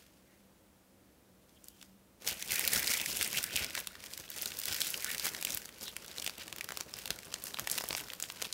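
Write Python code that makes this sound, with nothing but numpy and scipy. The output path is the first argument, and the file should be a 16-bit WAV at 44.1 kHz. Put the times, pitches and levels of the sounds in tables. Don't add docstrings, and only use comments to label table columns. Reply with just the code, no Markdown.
import sys
import numpy as np
from scipy import signal
from scipy.fft import rfft, irfft, next_fast_len
from scipy.io import wavfile
from scipy.ndimage import uniform_filter1d

SR = 44100
rng = np.random.default_rng(int(sys.argv[2]) if len(sys.argv) > 2 else 0)


def transcribe(signal):
    frames = np.atleast_2d(signal).T
    limited = np.clip(frames, -1, 1)
    pcm = np.round(limited * 32767).astype(np.int16)
    wavfile.write(sys.argv[1], SR, pcm)


N = 376173
TIME = np.arange(N) / SR
PICKUP_S, GRIP_S = 2.2, 0.013
LEAD_S = 0.004
TOP_HZ = 15800


def amp(db):
    return 10 ** (np.asarray(db) / 20)


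def unit(x):
    return x / np.sqrt(np.mean(x ** 2) + 1e-20)


def read(points, hz):
    f, value = np.transpose(points)
    return np.interp(np.log(hz + 1), np.log(f + 1), value)


def follow(rows):
    s, *columns = np.transpose(rows)
    return [np.interp(TIME, s, c) for c in columns]


def fade_in(s, fade_s):
    return np.clip((TIME - s) / fade_s, 0, 1)


def add(mix, s, sound):
    part = mix[max(round(s * SR), 0):][:len(sound)]
    part += sound[:len(part)]


def noise(spectrum):
    size = next_fast_len(N)
    gain = amp(read(spectrum, np.fft.rfftfreq(size, 1 / SR)))
    return unit(irfft(rfft(rng.standard_normal(size)) * gain, size)[:N])


def wander(per_s):
    knots = rng.standard_normal(4096)
    return unit(np.interp(TIME * per_s, np.arange(len(knots)), knots))


def brighten(x, tilt_db, split_hz=5200):
    lows = signal.sosfiltfilt(signal.butter(2, split_hz, fs=SR, output="sos"), x)
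    return lows * amp(-tilt_db / 2) + (x - lows) * amp(tilt_db / 2)


def resonate(x, hz, width_hz):
    carrier = np.exp(2j * np.pi * np.cumsum(hz * np.ones(len(x))) / SR)
    pole = np.exp(-np.pi * width_hz / SR)
    band = signal.lfilter([(1 - pole) ** 2], [1, -2 * pole, pole * pole], x / carrier + 1e-18)
    return 2 * (carrier * band).real


def room_tone(air_db=-64.5, hum_db=-75, hum_hz=193, drift_hz=6, throb_db=1.5, swell_s=0.06):
    # (frequency [Hz], relative level [dB])
    air_spectrum = [(20, -20), (40, -10), (70, -4), (130, -10), (250, -8), (330, -8.5), (420, -14.5),
                    (510, -10), (700, -16.5), (1100, -20.5), (2000, -24), (5000, -28), (15500, -28.5)]
    # (peak time [s], level [dB])
    hum_swells = [(.43, -70), (1.37, -67), (1.92, -66)]
    swells = sum(amp(db) * np.exp(-((TIME - s) / swell_s) ** 2) for s, db in hum_swells)
    cycles = np.cumsum(hum_hz + drift_hz * wander(60)) / SR
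    hum = unit(np.sin(2 * np.pi * cycles) * amp(throb_db * wander(10)))
    return amp(air_db) * noise(air_spectrum) + (amp(hum_db) + swells) * hum


def kitchen(x, wet_db=-16.0, onset_s=0.011):
    # (frequency [Hz], time to fall 60 dB [s])
    decay_times = [(150, 0.43), (1000, 0.7), (3000, 0.24), (8000, 0.36), (16000, 0.44)]
    # (delay [s], level [dB])
    reflections = [(.0031, -34.5), (0.0093, -22.5), (0.0192, -30.5)]
    hz, t, bands = signal.stft(rng.standard_normal(SR // 2), SR, nperseg=256)
    decay = amp(-60 * t / read(decay_times, hz)[:, None])
    tail = signal.istft(bands * decay, SR, nperseg=256)[1]
    tail *= np.minimum(np.arange(len(tail)) / SR / onset_s, 1) ** 2
    tail *= amp(wet_db) / np.linalg.norm(tail)
    for s, db in reflections:
        add(tail, s, amp([db]))
    return x + signal.fftconvolve(x, tail)[:N]


def handling(hold_db=-54.5, hold_bright_db=-4, curve=1.07, fidget_db=1.0, fidgets_per_s=40):
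    # (peak time [s], rise [s], release [s], effort [dB], brightness [dB])
    strokes = [(0.0, .05, .15, -60.5, -2), (.317, 0.14, .15, -66.5, 0), (1.5, .06, .06, -67, 0),
               (1.66, 0.11, 0.1, -63, 8), (1.82, 0.066, 0.059, -58.5, 3), (2.28, .02, 0.039, -33, 3.5),
               (2.4, .03, 0.12, -47, 8), (2.531, 0.053, 0.11, -35.5, 6.5), (2.64, 0.048, .07, -37.5, 7),
               (2.75, 0.049, 0.063, -30.5, 5), (2.904, 0.047, 0.082, -32.5, 6),
               (3.099, 0.042, 0.066, -36, 6.5), (3.165, .03, 0.042, -37.5, 9),
               (3.215, 0.03, 0.084, -37.5, 4), (3.372, 0.042, 0.032, -35.5, 6), (3.44, 0.018, 0.04, -42, 4),
               (3.554, 0.04, 0.058, -38.5, 3), (3.624, 0.051, 0.044, -37.5, -2),
               (3.78, .035, 0.031, -38.5, -0.5), (4.055, 0.029, 0.028, -49.5, 9),
               (4.133, 0.027, 0.023, -48, 11), (4.205, 0.031, 0.018, -48.5, 6),
               (4.395, 0.079, 0.24, -42, 2), (4.636, 0.014, .04, -49, 12), (4.73, 0.068, 0.08, -35.5, 0),
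               (4.85, 0.12, 0.22, -39.5, 5), (5.02, .04, 0.069, -45, 2), (5.12, 0.088, .05, -41, 4),
               (5.25, 0.047, 0.057, -37, 2), (5.36, 0.056, 0.088, -46.5, 0), (5.52, 0.076, 0.067, -42, 3),
               (5.83, 0.018, 0.075, -43.5, 7), (6.1, 0.077, .05, -54.5, -5), (6.24, 0.078, .055, -45.5, 0),
               (6.412, 0.034, 0.036, -45.5, -7), (6.53, .04, .04, -55, -3), (6.8, 0.083, 0.032, -53, -3),
               (6.975, 0.042, 0.1, -47, -2), (7.114, 0.022, 0.035, -47, -7), (7.254, 0.022, .03, -50.5, 1),
               (7.348, 0.023, 0.056, -50, 0), (7.458, 0.02, 0.048, -42.5, 5), (7.575, 0.021, 0.16, -47, -2),
               (7.721, 0.018, 0.13, -39.5, 2.5), (7.98, 0.097, 0.061, -42, 1),
               (8.236, 0.021, .08, -47.5, 1), (8.433, 0.044, 0.052, -43, -4)]
    t = TIME[::64]
    power = amp(hold_db) ** 2 * fade_in(PICKUP_S, GRIP_S)[::64] + 1e-14
    weighted_bright = power * hold_bright_db
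    for s, rise_s, release_s, db, bright_db in strokes:
        from_peak = abs(t - s) / np.where(t < s, rise_s, release_s)
        stroke_power = (amp(db) * np.exp(-from_peak ** curve)) ** 2
        power += stroke_power
        weighted_bright += stroke_power * bright_db
    effort_db = np.interp(TIME, t, 10 * np.log10(power)) + fidget_db * wander(fidgets_per_s)
    return effort_db, np.interp(TIME, t, weighted_bright / power)


def whistle(trim_db=-3, waver=0.005, fade_s=0.02):
    # (time [s], pitch [Hz], level before trim [dB])
    path = [(7.98, 13950, -72), (8.02, 13720, -66), (8.06, 13630, -61), (8.15, 14000, -59),
            (8.2, 13830, -69), (8.3, 13930, -66), (8.38, 13350, -68), (8.46, 12950, -66.5),
            (8.53, 12300, -63)]
    hz, db = follow(path)
    cycles = np.cumsum(hz * (1 + waver * wander(300))) / SR
    return unit(np.sin(2 * np.pi * cycles)) * amp(db + trim_db) * fade_in(path[0][0], fade_s)


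def billows(trim_db=-2.5, length_s=0.06):
    # (peak time [s], level before trim [dB])
    puffs = [(2.273, -54.5), (2.323, -52), (2.525, -53), (2.765, -49), (3.012, -53.5), (3.201, -50),
             (3.382, -50), (3.545, -47), (3.62, -49), (3.659, -55), (4.71, -52), (6.96, -57), (7.115, -56),
             (7.622, -52)]
    # (frequency [Hz], relative level [dB])
    puff_spectrum = [(20, -22), (45, -3.5), (70, -1), (110, -5), (200, -6.5), (400, -13), (800, -13),
                     (2000, -58)]
    air, out = noise(puff_spectrum), np.zeros(N)
    swell = signal.windows.hann(round(length_s * SR))
    for s, db in puffs:
        puff = air[round(s * SR):][:len(swell)] * swell
        add(out, s - length_s / 2, amp(db + trim_db) * unit(puff))
    return out


def flutter(effort_db, level_db=-56.5, effort_slope=0.48, flap_db=3.0, flaps_per_s=60):
    # (frequency [Hz], relative level [dB])
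    flap_spectrum = [(25, -15), (45, -1), (68, 2), (110, -0.5), (200, 2), (300, -1.5), (500, 1), (800, -6),
                     (1200, -5.5), (2500, -33)]
    # (time [s], gain [dB])
    slack = [(2.3, -0.5), (2.7, 3.5), (3.4, 0.5), (4.1, -0.5), (4.9, -1), (5.25, 2), (5.7, -2), (6.3, 1),
             (7.3, 4), (8.0, 1.5), (8.5, 0.5)]
    slack_db, = follow(slack)
    flex_db = level_db + effort_slope * (effort_db + 43) + slack_db
    flaps = unit(noise(flap_spectrum) * amp(flap_db * wander(flaps_per_s)))
    return flaps * amp(flex_db) * fade_in(PICKUP_S, GRIP_S)


def hollow(effort_db, trim_db=-1.5, width_hz=1200, low_cut_hz=1500, shift=0.13, shifts_per_s=35,
           pump_db=4, fade_s=0.053):
    # (time [s], resonance [Hz], level against the effort, before trim [dB])
    pocket = [(2.25, 2700, -6), (2.75, 2080, -3.5), (3.05, 2600, -5.5), (3.6, 2470, -2.5), (3.8, 2200, -11),
              (4.8, 2210, -15.5), (5.1, 1950, -5), (5.6, 2200, -9.5)]
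    hz, db = follow(pocket)
    ring = resonate(rng.standard_normal(N), hz * np.exp(shift * wander(shifts_per_s)), width_hz)
    ring = signal.sosfilt(signal.butter(6, low_cut_hz, "high", fs=SR, output="sos"), ring)
    ring = unit(ring * amp(pump_db * wander(160)))
    gate = np.clip(np.minimum(TIME - pocket[0][0], pocket[-1][0] - TIME) / fade_s, 0, 1)
    return ring * amp(effort_db + db + trim_db) * gate


def swishes():
    # (peak time [s], length [s], level [dB], centre [Hz], glide [octaves], width [Hz])
    rubs = [(0.321, 0.15, -76, 1950, 0, 600), (1.57, 0.027, -69.5, 3180, -0.14, 680),
            (1.718, .22, -77, 3060, -0.061, 600), (2.57, .09, -48.5, 2000, -0.095, 700),
            (2.769, 0.17, -53, 1940, 0.15, 800), (3.012, .08, -46, 2420, 0.25, 700),
            (3.378, 0.042, -46, 2650, 0.15, 900), (3.62, 0.083, -48, 2330, -0.04, 900),
            (3.772, 0.084, -50, 1800, 0.037, 700), (4.851, .09, -49, 3520, 0.34, 1500),
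            (5.876, .085, -50, 3700, -0.45, 1100), (6.41, 0.073, -54, 2760, 0, 1500),
            (7.718, .016, -37.5, 9500, 0, 5000)]
    out = np.zeros(N)
    for s, length_s, db, hz, glide, width_hz in rubs:
        travel = np.linspace(-0.5, 0.5, round(length_s * SR))
        rub = resonate(rng.standard_normal(len(travel)), hz * 2 ** (glide * travel), width_hz)
        add(out, s - length_s / 2, amp(db) * unit(rub * np.cos(np.pi * travel)))
    return out


def slide(effort_db, bright_db, trim_db=-4.5, catch_db=3.0, catches_per_s=260):
    # (frequency [Hz], relative level [dB])
    hiss_spectrum = [(100, -26), (500, -10), (850, -6), (1150, -5), (1450, 5), (1900, 2), (2800, 5.5),
                     (3800, 2.5), (5500, 4), (9000, 0), (16000, -2)]
    hiss = unit(noise(hiss_spectrum) * amp(catch_db * wander(catches_per_s)))
    return brighten(hiss, bright_db) * amp(effort_db + trim_db)


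def buckle(spectrum, decay_s, rattle, yield_s, size=1024):
    flip = round(LEAD_S * SR)
    t = (np.arange(size) - flip) / SR
    scatter = rng.standard_normal(size) * np.exp(-abs(t) / np.where(t < 0, yield_s, decay_s))
    pulse = rattle * scatter / np.linalg.norm(scatter)
    pulse[flip] += rng.choice([-1, 1])
    log_gain = np.log(amp(read(spectrum, abs(np.fft.fftfreq(size, 1 / SR)))))
    response = np.exp(np.conj(signal.hilbert(log_gain)))
    click = np.fft.ifft(np.fft.fft(pulse) * response).real
    return click / np.linalg.norm(click)


def crackle(effort_db, bright_db, trim_db=-3.0, per_s=600, crowding=0.64, spread_db=7.0,
            colour_db=6.5, gentle_db=-52, facets=32):
    # (frequency [Hz], relative level [dB])
    crease_spectrum = [(100, -26), (500, -13), (850, -7), (1150, -18), (1450, -3), (1800, -1.5),
                       (2400, -0.5), (3600, 0.5), (5000, 1), (8000, -2.5), (12000, -4), (16000, -6)]
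    chance = per_s * amp(crowding * (effort_db + 42.5)) / SR
    sizes = amp(spread_db * np.minimum(rng.exponential(1, N), 2.6))
    hits = sizes * (rng.random(N) < chance)
    hits /= np.sqrt(np.maximum(uniform_filter1d(hits ** 2, size=1800), 0) + 0.5 * chance)
    hits *= amp(effort_db + trim_db) / np.hypot(1, amp(gentle_db - effort_db))
    facet, out = rng.integers(0, facets, N), np.zeros(N)
    for k in range(facets):
        spectrum = [(hz, db + colour_db * rng.standard_normal()) for hz, db in crease_spectrum]
        click = buckle(spectrum, decay_s=0.0016, rattle=1.85, yield_s=0.00044)
        out += signal.oaconvolve(hits * (facet == k), click)[:N]
    return brighten(out, bright_db)


def snap(db, hz, bass_db, treble_db, rattle=1.92, yield_s=0.00008, neighbour_db=-18, chain_s=0.003):
    spectrum = [(30, bass_db - 12), (250, bass_db - 3.5), (hz / 1.9, bass_db),
                (hz, 0), (TOP_HZ, treble_db)]
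    ring_s = 0.0016 * (3500 / hz) ** 0.35
    click = buckle(spectrum, ring_s, rattle, yield_s)
    add(click, chain_s * rng.random(), amp(neighbour_db) * buckle(spectrum, ring_s, rattle, yield_s))
    return amp(db) * np.sqrt(0.0041 * SR) * click


def small_snaps(effort_db, level_db=-42, effort_slope=0.95, spread_db=4, low_hz=1500, high_hz=5500,
                bass_db=-13, treble_db=-9, colour_db=7, count=160):
    out = np.zeros(N)
    slot_s = (N / SR - PICKUP_S) / count
    for k, (when, size, pitch, colour) in enumerate(rng.random((count, 4))):
        s = PICKUP_S + (k + when) * slot_s
        push_db = effort_slope * (np.interp(s, TIME, effort_db) + 44)
        db = level_db + push_db + spread_db * (2 * size - 1)
        hz = low_hz * (high_hz / low_hz) ** pitch
        add(out, s - LEAD_S, snap(db, hz, bass_db, treble_db + colour_db * (2 * colour - 1)))
    return out


def big_snaps():
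    # (time [s], level [dB], ring [Hz], bass against the ring [dB], treble against the ring [dB])
    creases = [(1.494, -63, 3000, -15, -10), (1.6428, -49.5, 7200, -16, -14), (1.6844, -43, 4300, -18, 2),
               (1.814, -50.5, 2900, -21, -20), (1.8272, -47, 1500, -17, -11), (2.2753, -32, 5530, -17, -21),
               (2.328, -42, 2500, -4, -2), (2.4252, -32.5, 2500, -16, -13), (2.52, -27, 4600, -7.5, 1),
               (2.558, -27.5, 2100, -15, 2), (2.5946, -24, 10000, -9, 0), (2.651, -30, 3500, -9, 2),
               (2.677, -21.5, 3100, -8, 2.5), (2.7338, -23, 1900, -7, 12), (2.777, -27.5, 6300, -6, 4),
               (2.795, -29, 9400, -16, 2), (2.8292, -33.5, 3700, -15, -5), (2.8433, -36, 7200, -9, -3),
               (2.8717, -28.5, 2500, -19, 0), (2.877, -27.5, 3980, -25, -13), (2.937, -26, 2100, -13, 4),
               (2.9714, -34, 3300, -11, -16), (2.9994, -32.5, 2500, -17, -30),
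               (3.0141, -30.5, 2500, -12, -8), (3.0604, -29, 2100, -22, -13), (3.1706, -30.5, 3300, -15, 3),
               (3.2115, -27, 2450, -15, -14), (3.2205, -31.5, 1810, -20, -10),
               (3.2274, -25.5, 2400, -10, -1), (3.246, -31.5, 3100, -30, -9), (3.2635, -38, 9400, -12, -20),
               (3.2771, -34, 9400, -13, -3), (3.3295, -32, 2500, -9, -4), (3.3727, -29, 2500, -15, -8),
               (3.429, -32, 2900, -20, 3), (3.4404, -27, 1710, -14, -2), (3.5582, -29, 2900, -15, -15),
               (3.5633, -26, 2700, -14, -7), (3.5738, -30, 2450, -18, -18), (3.6451, -31, 2200, -14, -10),
               (3.7062, -39.5, 1800, -16, -15), (3.7516, -31, 1500, -29, -11),
               (3.7766, -32.5, 2380, -4.5, -24), (3.8025, -35, 2900, -17, 6), (3.872, -32.5, 3700, -10, -9),
               (3.9534, -44, 1800, -13, -22), (4.0396, -41.5, 1900, -11, -12), (4.062, -43, 2100, -17, -7),
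               (4.1361, -38, 2430, -33, -15), (4.1765, -37, 1700, -21, 1), (4.3027, -35, 4600, -6, 10),
               (4.422, -28.5, 2200, -16, 20), (4.458, -30, 3700, -22, -12), (4.4756, -39, 6300, -18, -18),
               (4.519, -40, 2700, -9, -20), (4.5888, -29.5, 2200, -10, 13), (4.5996, -33.5, 2400, -22, 9),
               (4.616, -41, 2400, -22, -2), (4.6361, -35.5, 2500, -22, -10), (4.656, -28.5, 3500, -28, 4),
               (4.6843, -34, 1800, -15, -5), (4.7454, -33, 2200, -14, -5), (4.8052, -29, 1800, -15, 2),
               (4.8172, -25.5, 3500, -18, -7), (4.876, -35, 4300, -26, -6), (4.904, -31, 7700, -31, -3),
               (4.942, -31.5, 2730, -19, -21), (5.0454, -28, 5900, -4, -2), (5.116, -31.5, 3100, -21, 6),
               (5.1032, -36.5, 1810, -15, -23), (5.1473, -32.5, 1900, -17, -6),
               (5.1814, -33, 2700, -22, -2), (5.1972, -31.5, 3500, -8, -8), (5.246, -33, 6800, -19, -7),
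               (5.2555, -29.5, 2900, -4, -1), (5.2668, -29, 1700, -1, -3), (5.3479, -36.5, 2500, -20, -19),
               (5.4125, -36, 3700, -8, -2), (5.426, -32, 2730, -5, -2), (5.4499, -26, 2940, -11, -5),
               (5.4703, -36, 2220, -12, -32), (5.505, -33, 3500, -11, -12), (5.5214, -36, 4300, -19, -8),
               (5.5416, -38, 3270, -24, -24), (5.5475, -27.5, 8200, -16, 7), (5.573, -30.5, 1500, -9, 1),
               (5.6562, -40.5, 6770, -10, -10), (5.691, -45, 1900, -16, -21),
               (5.811, -43.5, 5200, -11, -19), (5.8803, -39, 3720, -5, -20), (5.9659, -34, 1640, -13, -7),
               (6.0456, -46, 1500, -24, -9), (6.0807, -44, 6800, -9, -14), (6.183, -35, 4470, -10.5, -19),
               (6.1982, -36.5, 5200, -17, -19), (6.2235, -35.5, 2500, -15, -6),
               (6.2445, -36.5, 2200, -12, 0), (6.264, -30.5, 3470, -10, -13),
               (6.2762, -31.5, 2900, -9, -18), (6.2963, -37, 4000, -0.5, -13), (6.48, -41, 1800, -17, -12),
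               (6.527, -36.5, 3100, -3, -10), (6.5623, -38.5, 10000, 4, 7), (6.5837, -39.5, 2200, -7, -5),
               (6.6097, -33, 2400, -10, -19), (6.6432, -36, 1500, -11, -3), (6.689, -36, 1490, -14, -6),
               (6.7061, -38, 1700, -8, -18), (6.721, -36, 1500, 0, -8), (6.773, -32.5, 4600, 0.5, -6),
               (6.8036, -42, 6300, -3, -23), (6.8086, -32, 5640, -7.5, -9), (6.9391, -35.5, 5370, -6, -18),
               (6.9883, -40, 2100, -19, 5), (7.057, -34.5, 3300, -7, -13), (7.0767, -38, 2400, -12, -11),
               (7.1053, -27, 3500, -10, -21), (7.1148, -43, 1500, -4, -19), (7.1888, -41.5, 2500, -4, -9),
               (7.2538, -48, 10000, -9, -9), (7.3259, -45, 5200, -2, -23), (7.3408, -30.5, 4200, -14, -20),
               (7.4001, -49, 8200, -4, 4), (7.4394, -34, 10000, -11, -3), (7.4556, -42, 1700, -12, -1),
               (7.5437, -35, 3470, -7.5, -22), (7.5715, -40, 2700, -9, -41), (7.5876, -35, 2500, -1, -19),
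               (7.5959, -28.5, 10000, 1.5, 1.5), (7.673, -29.5, 1900, -11, -15),
               (7.699, -31, 3700, -22, -9), (7.7146, -26.5, 5600, -20, -3), (7.7793, -28.5, 3700, 1, 4),
               (7.7838, -30, 2500, -8.5, -16), (7.8088, -37, 2500, 4, -13), (7.839, -34.5, 1490, 6, -14),
               (7.8879, -27.5, 3100, -17, 13), (7.9071, -31.5, 4430, -0.5, -34),
               (7.9287, -33, 5200, -3, -13), (7.9499, -30.5, 5300, -4, -33), (7.9672, -32, 2900, -12, 16),
               (8.0095, -39, 1500, -4, -4), (8.102, -38.5, 2630, -17, -33), (8.1345, -37, 2200, -6, -3),
               (8.2004, -35, 1700, -11, -1), (8.2254, -30, 5930, -12, -12), (8.2386, -38, 3320, -8.5, -27),
               (8.301, -36.5, 2540, -8.5, -18), (8.3217, -43, 1800, -8, 2), (8.418, -34.5, 2730, -15, -20),
               (8.4233, -30, 4030, -7, -13), (8.452, -38, 3300, -9, -21), (8.5267, -32.5, 4200, -23, -25)]
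    out = np.zeros(N)
    for s, db, hz, bass_db, treble_db in creases:
        add(out, s - LEAD_S, snap(db, hz, bass_db, treble_db))
    return out


def scene():
    effort_db, bright_db = handling()
    creases = big_snaps() + small_snaps(effort_db) + crackle(effort_db, bright_db)
    rubbing = slide(effort_db, bright_db) + hollow(effort_db) + swishes() + whistle()
    bag = creases + rubbing + flutter(effort_db) + billows()
    return (kitchen(bag) + room_tone())[None]


def record(dry, low_cut_hz=40):
    thinned = signal.sosfilt(signal.butter(3, low_cut_hz, "high", fs=SR, output="sos"), dry)
    high_cut = signal.firwin(511, TOP_HZ, window=("kaiser", 9), fs=SR)
    return signal.oaconvolve(thinned, high_cut[None], "same")


dry = scene()
out = record(dry)
transcribe(out)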